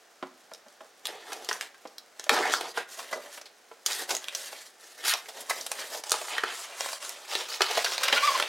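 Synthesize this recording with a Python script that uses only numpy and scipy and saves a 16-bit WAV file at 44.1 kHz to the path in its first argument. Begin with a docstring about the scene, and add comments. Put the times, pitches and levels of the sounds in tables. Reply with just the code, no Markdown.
"""Cardboard box opened

A cardboard box is opened close by on a work table in a small room. The flaps creak, rip free of
their tape and scrape past each other; a hand then lifts crumpled, crinkling, squeaking packing paper.
Strokes are grains of breaking fibre, snaps and knocks are noise bursts with resonances, squeaks are
gliding tones. The box panels and the room ring along over a quiet hush."""
import sys
import numpy as np
from scipy import signal
from scipy.fft import rfft, irfft
from scipy.io import wavfile

SR = 44100
rng = np.random.default_rng(int(sys.argv[2]) if len(sys.argv) > 2 else 0)


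def bounce(signal):
    """Save signal as a 16-bit WAV file at the path given by the first command-line argument."""
    frames = np.transpose(np.atleast_2d(signal))
    limited = np.clip(frames, -1, 1)
    pcm = np.round(limited * 32767).astype(np.int16)
    wavfile.write(sys.argv[1], SR, pcm)


N = 373968


def amp(db):
    """Decibels to gain."""
    return 10 ** (np.asarray(db) / 20)


def unit(x):
    """Scales to rms 1."""
    return x / np.sqrt(np.mean(x ** 2) + 1e-20)


def read(points, hz):
    """Interpolates a table on a log-frequency axis."""
    table_hz, value = np.transpose(points)
    return np.interp(np.log(hz + 1), np.log(table_hz + 1), value)


def add(mix, start_s, sound):
    """Mixes a sound in at start_s."""
    part = mix[max(round(start_s * SR), 0):][:len(sound)]
    part += sound[:len(part)]


def colour(x, spectrum, size=2048):
    """Causal minimum-phase filter with the given spectrum."""
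    log_gain = np.log(amp(read(spectrum, abs(np.fft.fftfreq(size, 1 / SR)))))
    taps = np.fft.ifft(np.exp(np.conj(signal.hilbert(log_gain)))).real
    return signal.fftconvolve(x, taps[:size // 2])[:len(x)]


def highpass(x, order, cutoff_hz):
    """Butterworth high-pass."""
    return signal.sosfilt(signal.butter(order, cutoff_hz, "high", fs=SR, output="sos"), x)


BODY_TOP_HZ, RASP_TOP_HZ = 1000, 3500


def registers(x, order=3):
    """Splits a sound into body, rasp and fizz."""
    bands = [(BODY_TOP_HZ, "low"), ([BODY_TOP_HZ, RASP_TOP_HZ], "band"), (RASP_TOP_HZ, "high")]
    return [signal.sosfilt(signal.butter(order, hz, kind, fs=SR, output="sos"), x) for hz, kind in bands]


def ring(x, hz, width_hz):
    """One resonance of peak gain 1."""
    return signal.lfilter(*signal.iirpeak(hz, hz / width_hz, fs=SR), x)


def wander(count, top_hz):
    """Slow random signal of rms 1, with changes up to about top_hz."""
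    hz = np.fft.rfftfreq(count, 1 / SR)
    spectrum = rfft(rng.standard_normal(count))
    return unit(irfft(spectrum / (1 + (hz / top_hz) ** 4), count))


def fibres(count, per_s, spread_db, smooth):
    """Fibres letting go: clicks of uneven size over a smooth sliding hiss."""
    size = amp(spread_db * np.minimum(rng.exponential(1, count), 4.5))
    polarity = rng.choice([-1, 1], count)
    clicks = size * polarity * (rng.random(count) < per_s / SR)
    return unit(unit(clicks) + smooth * rng.standard_normal(count))


# colour of the room's hush: hz, gain_db
HUSH_COLOUR = [(18, -52), (30, -37), (141, -12), (426, 5.5), (760, 7.5), (937, 1), (1390, 3.5), (2540, -3),
               (6380, -6), (11700, -26), (16000, -16)]


def hush(level_db=-59.5):
    """Steady coloured noise of the room."""
    return amp(level_db) * unit(colour(rng.standard_normal(N), HUSH_COLOUR))


# room decay: hz, t60_s
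ROOM_DECAY = [(150, 0.54), (500, 0.28), (2000, 0.35), (6000, 0.23), (15000, 0.18)]


def reflections(early_db=-9, early_s=0.0061, tail_db=-10):
    """Quick returns from flaps and table, then the short tail of a cluttered room."""
    t = np.arange(SR // 2) / SR
    taps = rng.standard_normal(len(t)) * (rng.random(len(t)) < 4000 / SR) * (t > .005)
    hz, when_s, z = signal.stft(taps, SR, nperseg=256)
    decay = amp(-60 * when_s / read(ROOM_DECAY, hz)[:, None])
    tail = signal.istft(z * decay, SR, nperseg=256)[1][:len(t)]
    early = rng.standard_normal(len(t)) * (rng.random(len(t)) < 2500 / SR) * (t > .0015)
    early = early * np.exp(-t / early_s)
    return amp(early_db) * early / np.linalg.norm(early) + amp(tail_db) * tail / np.linalg.norm(tail)


def room(x, count=3, turn_hz=0.7943):
    """The pattern of echoes keeps changing as flaps and arms move."""
    angle = 2 * np.pi * turn_hz * np.arange(N) / SR
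    shares = [np.cos(angle + np.pi * k / count) * np.sqrt(2 / count) for k in range(count)]
    return sum(signal.fftconvolve(x * share, reflections())[:N] for share in shares)


# panels and cavity of the box: hz, gain_db, t60_s
BOX_MODES = [(265, -3.5, 0.42), (373, -2, 0.15), (446.5, -3.5, 0.13), (581, -5, 0.16), (638.3, -2, 0.12),
             (824, -14, 0.069), (1240, -11, 0.29), (1440, -31, 0.19), (1810, -14, 0.055)]


def box(x):
    """Everything that touches the box also rings its panels and cavity."""
    return x + sum(amp(db) * ring(x, hz, np.log(1000) / np.pi / t60_s) for hz, db, t60_s in BOX_MODES)


# colour of rubbed cardboard: hz, gain_db
CARDBOARD_COLOUR = [(35, -59), (60, -42), (176, -22.5), (427, -3.5), (698, -1.5), (1090, -3), (1550, 1.5),
                    (1860, 4.5), (2300, -2.5), (5210, 1.5), (7400, 1), (12700, -5.5), (16000, -18)]


def handling(level_db=-65, swell_db=1.5, swell_hz=7):
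    """Fingers never rest on the cardboard: a faint rustle under the strokes."""
    rustle = unit(colour(fibres(N, 300, 3.2, 1.0), CARDBOARD_COLOUR))
    return rustle * amp(level_db + swell_db * wander(N, swell_hz))


# whole box on the table: start_s, pitch_hz, level_db
BUMPS = [(2.319, 264, -29.5), (7.607, 395.4, -24.5)]


def bump(row, t60_s=0.11, rise_s=0.0044):
    """The loaded box rocks on the mat: a short, dull, decaying low tone."""
    start_s, hz, db = row
    t = np.arange(SR // 5) / SR
    decay = np.exp(-np.log(1000) * t / t60_s)
    return start_s, np.sin(2 * np.pi * hz * t) * amp(db) * decay * (1 - np.exp(-t / rise_s))


# colour of a knock's dry thud: hz, gain_db
THUD_COLOUR = [(40, -19), (150, -7.5), (400, -4), (700, 2.5), (1300, -1), (1900, -9.5), (3000, -14),
               (7000, -29), (16000, -48)]
# flaps and walls: start_s, level_db (energy per 10 ms), contact_ms,
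# lowest_hz (that the panel carries), panel_1_hz, panel_2_hz, panel_3_hz
KNOCKS = [(0.2258, -33.5, 2.4, 173, 261, 616, 995), (0.23, -38, 4.9, 198, 370, 523, 1090),
          (0.515, -44, 2.4, 169, 476, 650, 1390), (0.663, -53, 3.3, 170, 238, 588, 814),
          (0.805, -44.5, 4, 300, 636, 827, 1323), (1.852, -39, 4.9, 200, 314, 510, 790),
          (2.773, -26.5, 3.5, 398, 473, 1442, 1567), (3.127, -28.5, 6.7, 390, 641, 1230, 1987),
          (3.712, -45, 5.4, 255, 452, 695, 1000), (4.104, -36, 8.5, 600, 752, 940, 1106)]


def knock(row, thud_gain=1.7, ring_ms=6.7, rise_ms=3.4):
    """A soft blow on a broad panel: a dry thud and a few short hollow resonances."""
    start_s, db, contact_ms, lowest_hz, *panel_hz = row
    t = np.arange(SR // 8) / SR
    ms = t * 1000
    rise = 1 - np.exp(-ms / rise_ms)
    thud = colour(rng.standard_normal(len(t)) * np.exp(-ms / contact_ms) * rise, THUD_COLOUR)
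    envelope = rise * np.exp(-ms / ring_ms)
    hollow = sum(unit(np.sin(2 * np.pi * (hz * t + rng.random())) * envelope) for hz in panel_hz)
    sound = highpass(thud_gain * unit(thud) + hollow, 3, lowest_hz)
    return start_s, unit(sound) * amp(db) * np.sqrt(10 / ms[-1])  # rms to energy per 10 ms


def flex(x, depth_db, frames=14, bins=7):
    """The sheet bends as it is handled, so its resonances come and go."""
    z = signal.stft(x, nperseg=256)[2]
    patch = np.outer(np.hanning(bins), np.hanning(frames))
    patches = signal.convolve2d(rng.standard_normal(z.shape), patch, "same")
    return signal.istft(z * amp(depth_db * unit(patches)), nperseg=256)[1][:len(x)]


def stroke(rows, spectrum, per_s, spread_db, smooth, catch_db, catch_hz, trim_db,
           drift_db=1.0, drift_hz=14.0, flex_db=2.0, crumble_s=0.00069):
    """A surface slides, catching and slipping; each grain crumbles for a moment."""
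    start_s, *levels_db = np.transpose(rows)
    t = start_s[0] + np.arange(SR // 2) / SR
    grains = fibres(len(t), per_s, spread_db, smooth) * amp(catch_db * wander(len(t), catch_hz))
    energy = signal.lfilter([1], [1, -np.exp(-1 / (crumble_s * SR))], grains ** 2)
    crumble = np.sqrt(np.maximum(energy, 0))
    sound = colour(flex(crumble * rng.standard_normal(len(t)), flex_db), spectrum)
    mix = np.zeros(len(t))
    for band, db in zip(registers(sound), levels_db):
        path_db = np.interp(t, start_s, db, right=-140)  # silent past the last row
        mix += unit(band) * amp(path_db + trim_db + drift_db * wander(len(t), drift_hz))
    return start_s[0], mix


ATTACK_S, RELEASE_S, DEPTH_DB = 0.035, 0.048, -11


def gesture(row):
    """A hand's stroke swells, holds and dies away: rows of start_s, body_db, rasp_db, fizz_db."""
    start_s, length_s, db, bass_db, treble_db = row
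    end_s = start_s + length_s
    corners = [(start_s - ATTACK_S, DEPTH_DB), (start_s, 0), (end_s, 0), (end_s + RELEASE_S, DEPTH_DB)]
    return [(s, db + shape_db + bass_db, db + shape_db, db + shape_db + treble_db)
            for s, shape_db in corners]


# flaps pried, folded back and spread; levels before trim:
# start_s, length_s, level_db, bass_db, treble_db (both relative to level_db)
FLAP_RUBS = [(0.245, 0.03, -72, 5, -21), (0.81, 0.025, -65, 8.5, -20), (1.07, 0.058, -45.5, -1.5, -8),
             (1.15, 0.1, -51.5, -1, -8), (1.29, 0.069, -44, 0.5, -4.5), (1.39, 0.08, -49.5, 0.5, -4),
             (1.518, 0.015, -40, -2, 1), (1.618, 0.012, -42, -9.5, -3), (2.199, 0.07, -50.5, -7, -8),
             (2.775, 0.0097, -35.5, -3.5, -9.5), (2.915, 0.085, -47, -6.5, 3),
             (3.041, 0.088, -47, -6.5, -3.5), (3.15, 0.011, -48, 10, 0), (3.22, 0.067, -49.5, -2.5, -2.5),
             (3.335, 0.018, -49, -10, 3.5), (3.89, 0.125, -37.5, -7, 1.5), (4.11, 0.031, -42.5, -1, 3),
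             (4.22, 0.23, -49.5, -8.5, -2.5), (4.37, 0.11, -45.5, -8.5, 2.5), (4.52, 0.061, -49, -6, 0),
             (4.58, 0.082, -52.5, -22, 2.5), (4.82, 0.16, -54.5, -8.5, 0), (5.01, 0.073, -43, -7, -4),
             (5.218, 0.26, -54.5, -4, 0.5), (5.372, 0.024, -45, -2, -3), (5.497, 0.13, -45, -2.5, 3.5),
             (5.7, 0.22, -46.5, -6, 2.5), (5.79, 0.027, -36, -7.5, -16), (5.935, 0.023, -39.5, 1, 1)]


def flap_rub(row):
    """Cardboard rubs cardboard: uneven fibre clicks over a strong sliding hiss."""
    return stroke(gesture(row), CARDBOARD_COLOUR, per_s=430, spread_db=4.5, smooth=2.6,
                  catch_db=2.0, catch_hz=38.7, trim_db=-2.0)


# colour of a palm on cardboard: hz, gain_db
PALM_COLOUR = [(60, -63), (150, -35.5), (380, -11), (700, -3.5), (1150, -4), (2500, -7), (4000, -4),
               (7000, -0.5), (9300, -3.5), (11500, -9), (16000, -20)]
# palm over the flaps; levels before trim:
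# start_s, length_s, level_db, bass_db, treble_db (both relative to level_db)
PALM_SLIDES = [(6.068, 0.033, -45, -6, 3.5), (6.124, 0.029, -37.5, -7, -2), (6.173, 0.12, -44.5, -4, 3),
               (6.315, 0.07, -34.5, -9, -10), (6.461, 0.041, -37, -8.5, -11),
               (6.533, 0.11, -42.5, -10, 1.5), (6.702, 0.11, -45, -6.5, -3.5), (6.799, 0.14, -40.5, -10, 1),
               (7.024, 0.08, -43.5, -8.5, 0.5), (7.131, 0.26, -48, -7.5, -2.5)]


def palm_slide(row):
    """A palm slides over the flaps: denser clicks that catch less."""
    return stroke(gesture(row), PALM_COLOUR, per_s=820, spread_db=4.0, smooth=1.9,
                  catch_db=1.0, catch_hz=70, trim_db=-2.03)


# colour of one flap's edge on another: hz, gain_db
EDGE_COLOUR = [(100, -47.5), (600, -7.5), (1900, -0.5), (3200, -2.5), (4500, 2.5), (8000, -1.5),
               (13000, -4.5), (16000, -17)]
# level path before trim: start_s, body_db, rasp_db, fizz_db
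SCRAPE_PATH = [(5.036, -58, -46, -55), (5.052, -44, -29.5, -30), (5.078, -38, -30, -24.5),
               (5.112, -58, -29.5, -28), (5.134, -54, -29, -38), (5.145, -30, -31.5, -54),
               (5.175, -51, -55, -42.5), (5.21, -55, -59, -53)]


def scrape():
    """One flap's edge scrapes past another: dense, very uneven clicks."""
    return stroke(SCRAPE_PATH, EDGE_COLOUR, per_s=1200, spread_db=5.5, smooth=1.0,
                  catch_db=0.9, catch_hz=150, trim_db=-0.8)


# colour of tearing tape: hz, gain_db
TAPE_COLOUR = [(35, -73), (60, -43), (149, -28), (262, -13.5), (515, -5), (651, -4), (946, -5), (1410, -3),
               (2470, -11), (4640, -9), (5460, -11.5), (11500, -22), (16000, -35)]
# level path before trim: start_s, body_db, rasp_db, fizz_db
TEAR_PATH = [(2.295, -23.5, -42, -37), (2.33, -29, -28, -30), (2.385, -31, -28, -37.5),
             (2.408, -29, -35, -40), (2.43, -33.5, -34.5, -38), (2.495, -35, -32, -40.5),
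             (2.535, -42, -37, -28.5), (2.595, -40, -47, -44.5), (2.66, -43, -36.5, -44.5),
             (2.72, -50, -57, -43.5)]


def tear():
    """The tape rips once: fibre clicks that flutter quickly in level."""
    return stroke(TEAR_PATH, TAPE_COLOUR, per_s=450, spread_db=-0.5, smooth=1.0,
                  catch_db=-1.0, catch_hz=220, trim_db=-2.5)


# gap under the flap, resonating as the tape rips along it: start_s, pitch_hz, level_db
GAP_PATH = [(2.3, 1202, -36), (2.369, 1350, -29), (2.405, 1304, -42), (2.429, 1736, -30),
            (2.531, 1904, -40)]


def rip(width_hz=420):
    """Torn fibres sound the narrow gap: a noise band whose pitch mostly climbs as the flap comes free."""
    start_s, hz, db = np.transpose(GAP_PATH)
    t = np.arange(start_s[0], start_s[-1], 1 / SR)
    throb = wander(len(t), width_hz) + 1j * wander(len(t), width_hz)
    turn = 2 * np.pi * np.cumsum(np.interp(t, start_s, hz)) / SR
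    sound = unit((throb * np.exp(1j * turn)).real)
    return start_s[0], sound * amp(np.interp(t, start_s, db)) * signal.windows.tukey(len(t), .1)


RASP_HZ, RASP_HALF_WIDTH_OCTAVES, RASP_LIFT_DB, RASP_BASE_DB = 1970, 0.87, 13, -1


def snap_levels(db, bright_db, hz):
    """Splits a snap's energy by brightness; mid-sized patches radiate best, so they rasp most."""
    distance = np.log2(hz / RASP_HZ) / RASP_HALF_WIDTH_OCTAVES
    rasp_db = RASP_BASE_DB + RASP_LIFT_DB * np.exp(-distance ** 2)
    shares_db = np.array([-bright_db / 2, rasp_db, bright_db / 2])
    return db + shares_db - 10 * np.log10(np.sum(amp(shares_db) ** 2))


# starting colour of a snap: hz, gain_db
SNAP_COLOUR = [(40, -9), (120, -31), (200, -13.5), (360, 3.5), (700, 10.5), (1500, 5.5), (3500, -3.5),
               (7000, -15), (11000, -19.5), (16000, -28.5)]
# tilt points for body, rasp, fizz: hz
REGISTER_HZ = [450, 1900, 6000]
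# snaps and creases: start_s, level_db (energy per 10 ms), bright_db (treble over bass),
# die_ms, pitch_hz (of the patch that rings)
SNAPS = [(0.5361, -44.5, 29, 1.6, 4050), (0.547, -48.5, 14, 3.2, 5200), (0.684, -58, 25, 0.85, 4240),
         (1.054, -31, 16, 3.4, 3620), (1.07, -34.5, 27, 0.43, 3050), (1.319, -36.5, 6, 4.8, 1420),
         (1.33, -37, 13, 3.6, 825), (1.4463, -43, 27, 2.3, 6340), (1.488, -28, 7.5, 4.2, 5300),
         (1.512, -28, -6, 3.5, 1540), (1.5293, -33.5, 17, 0.6, 6200), (1.6105, -31.5, 15, 1.6, 1540),
         (1.982, -40.5, 20.5, 1.6, 4660), (2.1963, -37, 10, 1.7, 6170), (2.241, -41, 16, 1.1, 5400),
         (2.2653, -41.5, -12, 3.9, 625), (2.2936, -15.5, 7, 1.73, 1420), (2.364, -30, -7, 1.5, 1400),
         (2.453, -29, -10, 3.8, 880), (2.538, -20.5, 2, 0.66, 1460), (2.609, -32, 0, 3.7, 724),
         (2.773, -39.5, 17, 6.8, 5400), (2.989, -35, 3, 9.9, 1080), (3.126, -38, 23, 9.7, 5400),
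         (3.3741, -42.5, -8, 6.3, 2660), (3.413, -44.5, 7, 4.5, 6100), (3.454, -45.5, 12, 9.8, 4200),
         (3.862, -23.5, 19.5, 1.3, 5600), (3.8644, -29, 26, 3, 4300), (3.918, -31.5, 25, 4.1, 3520),
         (3.931, -33.5, 18, 1.5, 6860), (4.091, -31.5, 5, 5.7, 780), (4.104, -25, 6, 7.4, 6300),
         (4.15, -29.5, 16, 2, 6250), (4.167, -31.5, 19, 1.4, 6760), (4.2424, -40, 16, 1.3, 3390),
         (4.284, -32.5, 16, 0.94, 2800), (4.349, -29, 18.5, 3, 6050), (4.528, -41.5, -3, 3, 4530),
         (5.1374, -25.5, 14, 1.3, 5400), (5.283, -38.5, 4, 10.3, 640), (5.404, -39, 19, 7.8, 11400),
         (5.495, -25.5, 9, 7.9, 1050), (5.507, -26, -14, 3.5, 2060), (5.61, -36, 28, 3.1, 5460),
         (5.6635, -33.5, 10, 4.3, 10300), (5.7154, -29, 7.5, 3.6, 8900), (5.946, -36.5, 0, 4.8, 686),
         (6.0373, -37, 7.5, 2.3, 6800), (6.096, -34, 31.5, 1, 6840), (6.1073, -35, 27, 0.86, 7500),
         (6.118, -19, 10.5, 1.55, 8000), (6.135, -29.5, -7, 8.5, 1130), (6.212, -34, -5, 5.5, 734),
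         (6.283, -39, -3, 2.2, 2590), (6.381, -25.5, 2.5, 2.3, 1620), (6.4354, -23.5, -6, 3.4, 1470),
         (6.8078, -29.5, 5, 0.96, 6750), (6.861, -34.5, -6, 0.66, 980), (6.889, -38, 0, 1.5, 1300),
         (6.93, -35, 5.5, 3, 4970), (7.0935, -35.5, 22, 1.2, 9500), (7.352, -25.5, 10, 2.5, 3780),
         (7.607, -22, -5, 2.4, 1350), (7.618, -19.5, 9.5, 2.8, 3740), (7.709, -32, -3, 4.6, 650),
         (7.772, -22.5, -8, 7, 650), (7.8436, -23.5, 9, 5.3, 4570), (7.859, -27.5, 7, 7.1, 1530),
         (7.92, -35.5, 2, 1.6, 4440), (7.9796, -28.5, 8, 2, 4550), (8.032, -24, 16, 6.6, 1240),
         (8.0812, -22.5, 7.5, 4.1, 2980), (8.125, -18, 3, 6, 3300), (8.156, -29, 9, 6.9, 3870),
         (8.177, -27, 2, 2.2, 2030), (8.3987, -24, 1.5, 2.9, 1260), (8.425, -25.5, 5, 1.7, 3150)]


def snap(row, patch_gain=1.96, patch_q=3.6, rise_per_ms=0.073, spread_db=3):
    """A crease gives way: a quick avalanche of fibre breaks rings the patch around it."""
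    start_s, db, bright_db, die_ms, hz = row
    ms = np.arange(SR // 12) / SR * 1000
    die_ms = max(die_ms, .3)
    swell = 1 - np.exp(-ms / (rise_per_ms * die_ms ** 2))  # slow crushes also start softly
    burst = fibres(len(ms), 9000, spread_db, 0.69) * np.exp(-ms / die_ms) * swell
    burst = colour(burst, SNAP_COLOUR)
    burst = burst + patch_gain * ring(burst, hz, hz / patch_q)
    for _ in range(3):  # smooth tilts approach the wanted register levels
        levels_db = [10 * np.log10(np.sum(band ** 2) * 100 / SR) for band in registers(burst)]
        tilt_db = snap_levels(db, bright_db, hz) - levels_db
        burst = colour(burst, list(zip(REGISTER_HZ, tilt_db)))
    return start_s, burst


def ticks(count=18, start_s=1, level_db=-50, spread_db=3, mean_bright_db=9, die_ms=4.5,
          low_hz=900, high_hz=6500):
    """Once strained, the cardboard gives faint ticks at random: rows like those of SNAPS."""
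    return [(start_s + when * (N / SR - start_s), level_db + spread_db * (2 * force - 1),
             mean_bright_db * 2 * small, die_ms, low_hz * (high_hz / low_hz) ** small)
            for when, force, small in rng.random((count, 3))]


# colour of packing paper: hz, gain_db
PAPER_COLOUR = [(35, -64), (60, -57), (193, -28), (380, -7.5), (515, 1), (666, -2.5), (785, 0.5),
                (2580, -1), (5330, -5), (11800, -18.5), (16000, -24)]
# paper pressed, gripped and pulled; levels before trim:
# start_s, length_s, level_db, bass_db, treble_db (both relative to level_db)
PAPER_PULLS = [(7.312, 0.11, -38.5, -7.5, 1), (7.497, 0.049, -38.5, -10.5, 1), (7.615, 0.1, -36, -11, -2.5),
               (7.717, 0.1, -33.5, -7, -1), (7.87, 0.077, -37.5, -6, 1.5), (8.007, 0.096, -34, -9, -4),
               (8.139, 0.05, -30, -11, -6.5), (8.228, .1, -32, -12, -1.5), (8.352, 0.066, -33, -6.5, -5),
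               (8.45, 0.028, -42.5, -8, -2)]


def paper_pull(row):
    """Paper slides in the hand: even clicks in hiss, without catching."""
    return stroke(gesture(row), PAPER_COLOUR, per_s=400, spread_db=1.0, smooth=1.0,
                  catch_db=0, catch_hz=70, trim_db=-1.5)


def crinkles(count=5, level_db=-3.5, spread_db=4, bright_db=9, mean_die_ms=1.95,
             low_hz=1200, high_hz=6000):
    """Facets of the crumpled paper buckle a few times in each pull: rows like those of SNAPS."""
    return [(start_s + when * length_s, db + level_db + spread_db * (2 * force - 1), bright_db,
             mean_die_ms * (.5 + slow), low_hz * (high_hz / low_hz) ** small)
            for start_s, length_s, db, *_ in PAPER_PULLS
            for when, force, slow, small in rng.random((count, 4))]


# overtones of a squeak: multiple, level_db (relative to the fundamental)
OVERTONES = [(2, -14), (3, -13.5), (4, -16), (5, -28)]
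# stick-slip squeaks: start_s, length_ms, start_hz, end_hz, level_db (before trim)
SQUEAKS = [(8.159, 34, 1358, 1510, -21.5), (8.219, 53, 1078, 1266, -19), (8.27, 33, 1246, 1034, -17.5),
           (8.301, 34, 980, 1160, -28), (8.343, 27, 1135, 934, -21.5)]


def squeak(row, jitter=0.013, jitter_hz=450, flutter_db=1.0, flutter_hz=180, trim_db=-2):
    """Packing sticks and slips fast enough to make a short, rough gliding tone."""
    start_s, length_ms, start_hz, end_hz, db = row
    count = int(length_ms * SR / 1000)
    hz = np.linspace(start_hz, end_hz, count) * (1 + jitter * wander(SR // 5, jitter_hz)[:count])
    turn = 2 * np.pi * np.cumsum(hz) / SR
    tone = np.sin(turn) + sum(amp(over_db) * np.sin(round(k) * turn) for k, over_db in OVERTONES)
    level = amp(db + trim_db + flutter_db * wander(SR // 5, flutter_hz)[:count])
    return start_s, tone * level * signal.windows.tukey(count, .7)


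def scene():
    """Strokes, snaps, knocks, bumps and squeaks, nearly in mono over the hush of the room."""
    dry = handling()
    sources = [(bump, BUMPS), (knock, KNOCKS), (flap_rub, FLAP_RUBS), (palm_slide, PALM_SLIDES),
               (snap, list(SNAPS) + ticks() + crinkles()), (paper_pull, PAPER_PULLS)]
    for play, rows in sources:
        for row in rows:
            add(dry, *play(row))
    for play in (scrape, tear, rip):
        add(dry, *play())
    dry = box(dry)
    for row in SQUEAKS:  # the squeaks do not ring the box
        add(dry, *squeak(row))
    mid = dry + room(dry) + hush()
    side_colour = [(200, -28.0), (2000, -11.5), (8000, -15), (13000, -47)]  # hz, gain_db
    side = colour(signal.fftconvolve(dry, reflections())[:N], side_colour)
    side += hush(level_db=-70)
    # the body of the box sits a little to the right
    side -= colour(mid, [(300, -19.0), (1000, -18.5), (3000, -35.0)])
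    return np.array([mid + side, mid - side])


def record(dry, ceiling=0.48, rumble_hz=65, cutoff_hz=16100):
    """Rounds off the sharpest cracks, cuts the rumble and limits the band."""
    rounded = dry / (1 + (dry / ceiling) ** 4) ** (1 / 4)
    rounded = highpass(rounded, 2, rumble_hz)
    lowpass = signal.firwin(511, cutoff_hz, window=("kaiser", 9), fs=SR)
    return signal.oaconvolve(rounded, lowpass[None], "same")


dry = scene()
out = record(dry)
bounce(out)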